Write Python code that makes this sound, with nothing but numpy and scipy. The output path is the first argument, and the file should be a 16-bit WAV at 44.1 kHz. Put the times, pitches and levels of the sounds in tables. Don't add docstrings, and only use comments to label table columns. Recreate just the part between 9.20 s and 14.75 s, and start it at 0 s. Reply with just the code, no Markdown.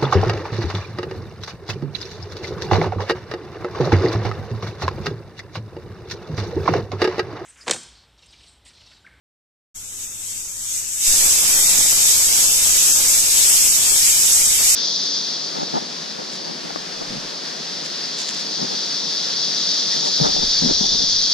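import sys
import numpy as np
from scipy import signal
from scipy.fft import rfft, irfft
from scipy.io import wavfile
from scipy.ndimage import uniform_filter1d, map_coordinates

SR = 44100
rng = np.random.default_rng(int(sys.argv[2]) if len(sys.argv) > 2 else 0)


def unload_wav(signal):
    wavfile.write(
        sys.argv[1],
        SR,
        np.round(np.clip(np.atleast_2d(signal).T, -1, 1) * 32767).astype(np.int16),
    )


N = 244755
T = np.arange(N) / SR
HZ = np.maximum(np.arange(N // 2 + 1) * SR / N, 1.)
START_S, FADE_S = 0.5434, 0.019
LIFT_S, LIFT_RISE_S = 1.752, 0.13
BURST_S, BURST_RISE_S = 1.855, 0.07


def undb(db):
    return 10 ** (np.asarray(db) / 20)


def unit(x):
    return x / np.sqrt(np.mean(x ** 2))


def colour(points):
    hz, db = np.transpose(points)
    return np.interp(np.log(HZ), np.log(hz), db)


def bell(hz, centre_hz, width_hz):
    return 1 / (1 + (2 * (hz - centre_hz) / width_hz) ** 2)


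def noise(gain):
    return irfft(gain * rfft(rng.standard_normal(N)), N)


def walk(rate):
    hold = max(int(SR / rate), 2)
    steps = np.repeat(rng.standard_normal(N // hold + 1), hold)
    return 2.76 * uniform_filter1d(uniform_filter1d(steps, hold), hold)[:N]


# pitch_hz [Hz], level_db [relative dB per Hz]
JET_COLOUR = [(710, -32), (1300, -22.5), (2000, -13), (2600, -11), (3600, -6), (4400, -10), (5000, -6),
              (5700, -5), (6600, -3), (7500, 0), (8300, -2), (9280, -9), (10800, -9), (14000, -15.5)]
# pitch_hz [Hz], left_minus_right_db [dB]
JET_BALANCE = [(1500, -1), (2500, -2.5), (4200, -1.5), (5600, 0), (6500, -1.5), (7800, 3.5), (9200, -2),
               (11000, -1.5), (14000, -1)]
# pitch_hz [Hz], left_lead [radians]
JET_PHASE = [(0, 0.5), (1890, 3.35), (2410, 5.36), (3360, 11.2), (4220, 9.1), (4910, 19.7), (6290, 19.8),
             (6890, 18), (7750, 12.4), (8610, 15.15), (12400, 19), (13300, 22.5), (13700, 24.4),
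             (14700, 26.2)]
# [dB, negative is a notch]
CAVITIES = [(2410, 260, 2), (2800, 90, -2), (3270, 60, 3), (3360, 130, -5), (3750, 200, 1), (4120, 60, -4),
            (4010, 50, 3), (4450, 70, 4), (4650, 80, 3.5), (4730, 60, -3), (5380, 60, 2.5), (5680, 60, 2.5),
            (5910, 60, 2.5), (6280, 50, 2.5), (6600, 60, 2.5), (6760, 40, 2.5), (7750, 200, 1)]
# pitch_hz [Hz], level_db [dB]
SEATED_TILT = [(1200, 3.5), (2200, 0.5), (3200, 0.9), (5000, -4.5), (6400, 1.4), (8000, 0.9), (12000, 0.6)]


def jet(gust_db=.3, flicker_db=.6, alike=.22):
    up, puff_db = lifted(LIFT_S, LIFT_RISE_S), puffs()
    level_db = puff_db + release(seated_db=-38.5, db_per_s=6.5, from_s=LIFT_S, rise_s=LIFT_RISE_S,
                                 lifted_db=-17.5, surge_db=0.8, settle_s=0.18)
    lag_db = -0.076 * puff_db
    treble_db = np.interp(up, [0, 1], [-8, -5.5]) + lag_db
    body_db = np.interp(up, [0, 1], [-14, -12.5]) + lag_db
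    pan_db = np.interp(up, [0, 1], [1.6, 0.4])

    shape_db = colour(JET_COLOUR) + np.array([[.5], [-.5]]) * colour(JET_BALANCE)
    for hz, width_hz, boost_db in CAVITIES:
        shape_db = shape_db + boost_db * bell(HZ, hz, width_hz)
    shared, *own = rfft(rng.standard_normal((3, N)))
    lead = np.exp(np.array([[.5j], [-.5j]]) * np.interp(HZ, *np.transpose(JET_PHASE)))
    spectra = undb(shape_db) * (np.sqrt(alike) * shared * lead + np.sqrt(1 - alike) * np.array(own))

    parts = {"body": 0, "core": 0, "treble": 0}
    gust = gust_db * walk(13)
    for hz in 800 * 2 ** (np.arange(14) / 3):
        slice_gain = np.cos(np.pi / 2 * np.clip(3 * np.log2(HZ / hz), -1, 1)) ** 2
        name = "body" if hz < 4500 else "core" if hz < 9000 else "treble"
        flicker = flicker_db * np.array([walk(40), walk(40)])
        tilt_db = (1 - up) * np.interp(hz, *np.transpose(SEATED_TILT))
        parts[name] = parts[name] + undb(gust + flicker + tilt_db) * irfft(slice_gain * spectra, N)
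    hiss = unit(parts["core"])
    hiss = hiss + undb(body_db) * unit(parts["body"])
    hiss = hiss + undb(treble_db) * unit(parts["treble"])
    return hiss * np.sqrt(2) * undb(level_db + np.array([pan_db, -pan_db]) / 2)


def lifted(from_s, rise_s):
    return np.clip((T - from_s) / rise_s, 0, 1)


def release(seated_db, db_per_s, from_s, rise_s, lifted_db, surge_db, settle_s):
    seated = seated_db + db_per_s * (T - START_S)
    since_up_s = np.maximum(T - from_s - rise_s, 0)
    opened = lifted_db + surge_db * np.exp(-(since_up_s / settle_s) ** 2)
    return seated + lifted(from_s, rise_s) * (opened - seated)


# peak_s [s], strength_db [dB], swell_s [s]
PUFFS = [(.835, 4.5, 0.067), (1.1, 3, 0.079), (1.2, 1.5, 0.12), (1.58, 4.5, 0.17), (1.74, 3, 0.021)]


def puffs(stop_s=0.027):
    total_db = 0
    for peak_s, strength_db, swell_s in PUFFS:
        span_s = np.where(T < peak_s, swell_s, stop_s)
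        total_db = total_db + strength_db * np.exp(-((T - peak_s) / span_s) ** 2)
    return total_db


def ultrasound(left_db=-0.8, right_db=1.1, sway_db=1.0):
    gain = (HZ > 15500) * bell(HZ, centre_hz=18880, width_hz=1930)
    level_db = release(seated_db=-26, db_per_s=4.2, from_s=BURST_S, rise_s=BURST_RISE_S,
                       lifted_db=-10.5, surge_db=1.7, settle_s=0.76)
    return np.array([unit(noise(gain)) * undb(level_db + side_db + sway_db * walk(60))
                     for side_db in (left_db, right_db)])


def buffet(top_hz=45, gust_db=1.5):
    gain = 1 / (1 + (HZ / top_hz) ** 2) * (HZ > 12)
    level_db = release(seated_db=-64, db_per_s=0.025, from_s=BURST_S, rise_s=BURST_RISE_S,
                       lifted_db=-45.5, surge_db=5.5, settle_s=0.083)
    return np.array([unit(noise(gain)) * undb(level_db + gust_db * walk(15)) for _ in range(2)])


# start_s [s], pull_db [dB], attack_s [s], release_s [s], wobble_hz [Hz], wobble_db [dB]
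THUMP = [(1.85, -16, 0.034, 0.15, 35, -31)]


def weight():
    out = np.zeros(N)
    for start_s, pull_db, attack_s, release_s, wobble_hz, wobble_db in THUMP:
        t = np.maximum(T - start_s, 0)
        pull = undb(pull_db) + undb(wobble_db) * np.sin(2 * np.pi * wobble_hz * t)
        out -= pull * (1 - np.exp(-(t / attack_s) ** 4)) * np.exp(-t / release_s)
    return out


# pitch_hz [Hz], level_db [relative dB per Hz]
FLAME = [(8, 2), (30, -5.5), (60, -9), (143, -20), (300, -17), (600, -23.5), (1500, -22), (2200, -28.5)]
# pitch_hz [Hz], width_hz [Hz], boost_db [dB]
HUM = [(117, 20, 9.5), (172.6, 6.6, 12), (251.7, 7.3, 11.5), (395, 18, 6)]


def flame(level_db=-47.5, alike=0.63, flutter_db=.7):
    gain = undb(colour(FLAME) + sum(boost_db * bell(HZ, hz, width_hz) for hz, width_hz, boost_db in HUM))
    both = np.sqrt(alike) * noise(gain)
    pair = np.array([both + np.sqrt(1 - alike) * noise(gain) for _ in range(2)])
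    return unit(pair) * undb(level_db + flutter_db * walk(26.83))


# pitch_hz [Hz], level_db [dB rms]
MAINS = [(100.0, -57), (200.0, -67.5), (500.0, -71)]


def mains():
    return sum(np.sqrt(2) * undb(level_db) * np.sin(2 * np.pi * (hz * T + rng.random()))
               for hz, level_db in MAINS)


def tiles(x, tail_db=-13, t60_s=0.077):
    t = np.arange(SR // 4) / SR
    tail = rng.standard_normal((2, len(t))) * undb(-60 * t / t60_s) * (t > .002)
    tail = undb(tail_db) * tail / np.sqrt(np.sum(tail ** 2, axis=1, keepdims=True))
    wet = signal.fftconvolve(x, tail, axes=1)[:, :N]
    return (x + wet) / np.sqrt(1 + undb(2 * tail_db))


DIP_HZ = (1950, 2800, 3050, 3350, 3650, 3900, 4200, 4720)


def coding_dips(x, low_hz=1750, high_hz=4850, width_hz=55, span_s=0.045, dip_db=55, size=2048):
    hz, t, z = signal.stft(x, SR, nperseg=size, noverlap=3 * size // 4)
    grid = np.meshgrid(hz / width_hz, t / span_s, indexing="ij")
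    field = unit(map_coordinates(rng.standard_normal((600, 600)), grid, order=1, mode="mirror"))
    gather = sum(.55 * bell(hz, centre_hz, width_hz=200) for centre_hz in DIP_HZ)[:, None]
    gain = undb(-dip_db * np.clip(field + gather - .5, 0, 1))
    gain = gain / np.sqrt(np.mean(gain ** 2, axis=1, keepdims=True))
    inside = 1 / (1 + (low_hz / (hz + 1)) ** 30) / (1 + (hz / high_hz) ** 40)
    return signal.istft(z * gain ** inside[:, None], SR, nperseg=size, noverlap=3 * size // 4)[1][:, :N]


def scene():
    return tiles(jet()) + ultrasound() + buffet() + weight() + flame() + mains()


def record(dry, bend=0.18, gain_db=.5, bass_hz=1.8, top_hz=14250):
    bent = dry + bend * dry ** 2
    bent = signal.sosfilt(signal.butter(2, bass_hz, "high", fs=SR, output="sos"), bent)
    clipped = np.clip(undb(gain_db) * bent, -1, 1)
    opened = coding_dips(clipped) * np.clip((T - START_S) / FADE_S, 0, 1)
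    return signal.sosfilt(signal.ellip(18, .3, 95, top_hz, fs=SR, output="sos"), opened)


dry = scene()
out = record(dry)
unload_wav(out)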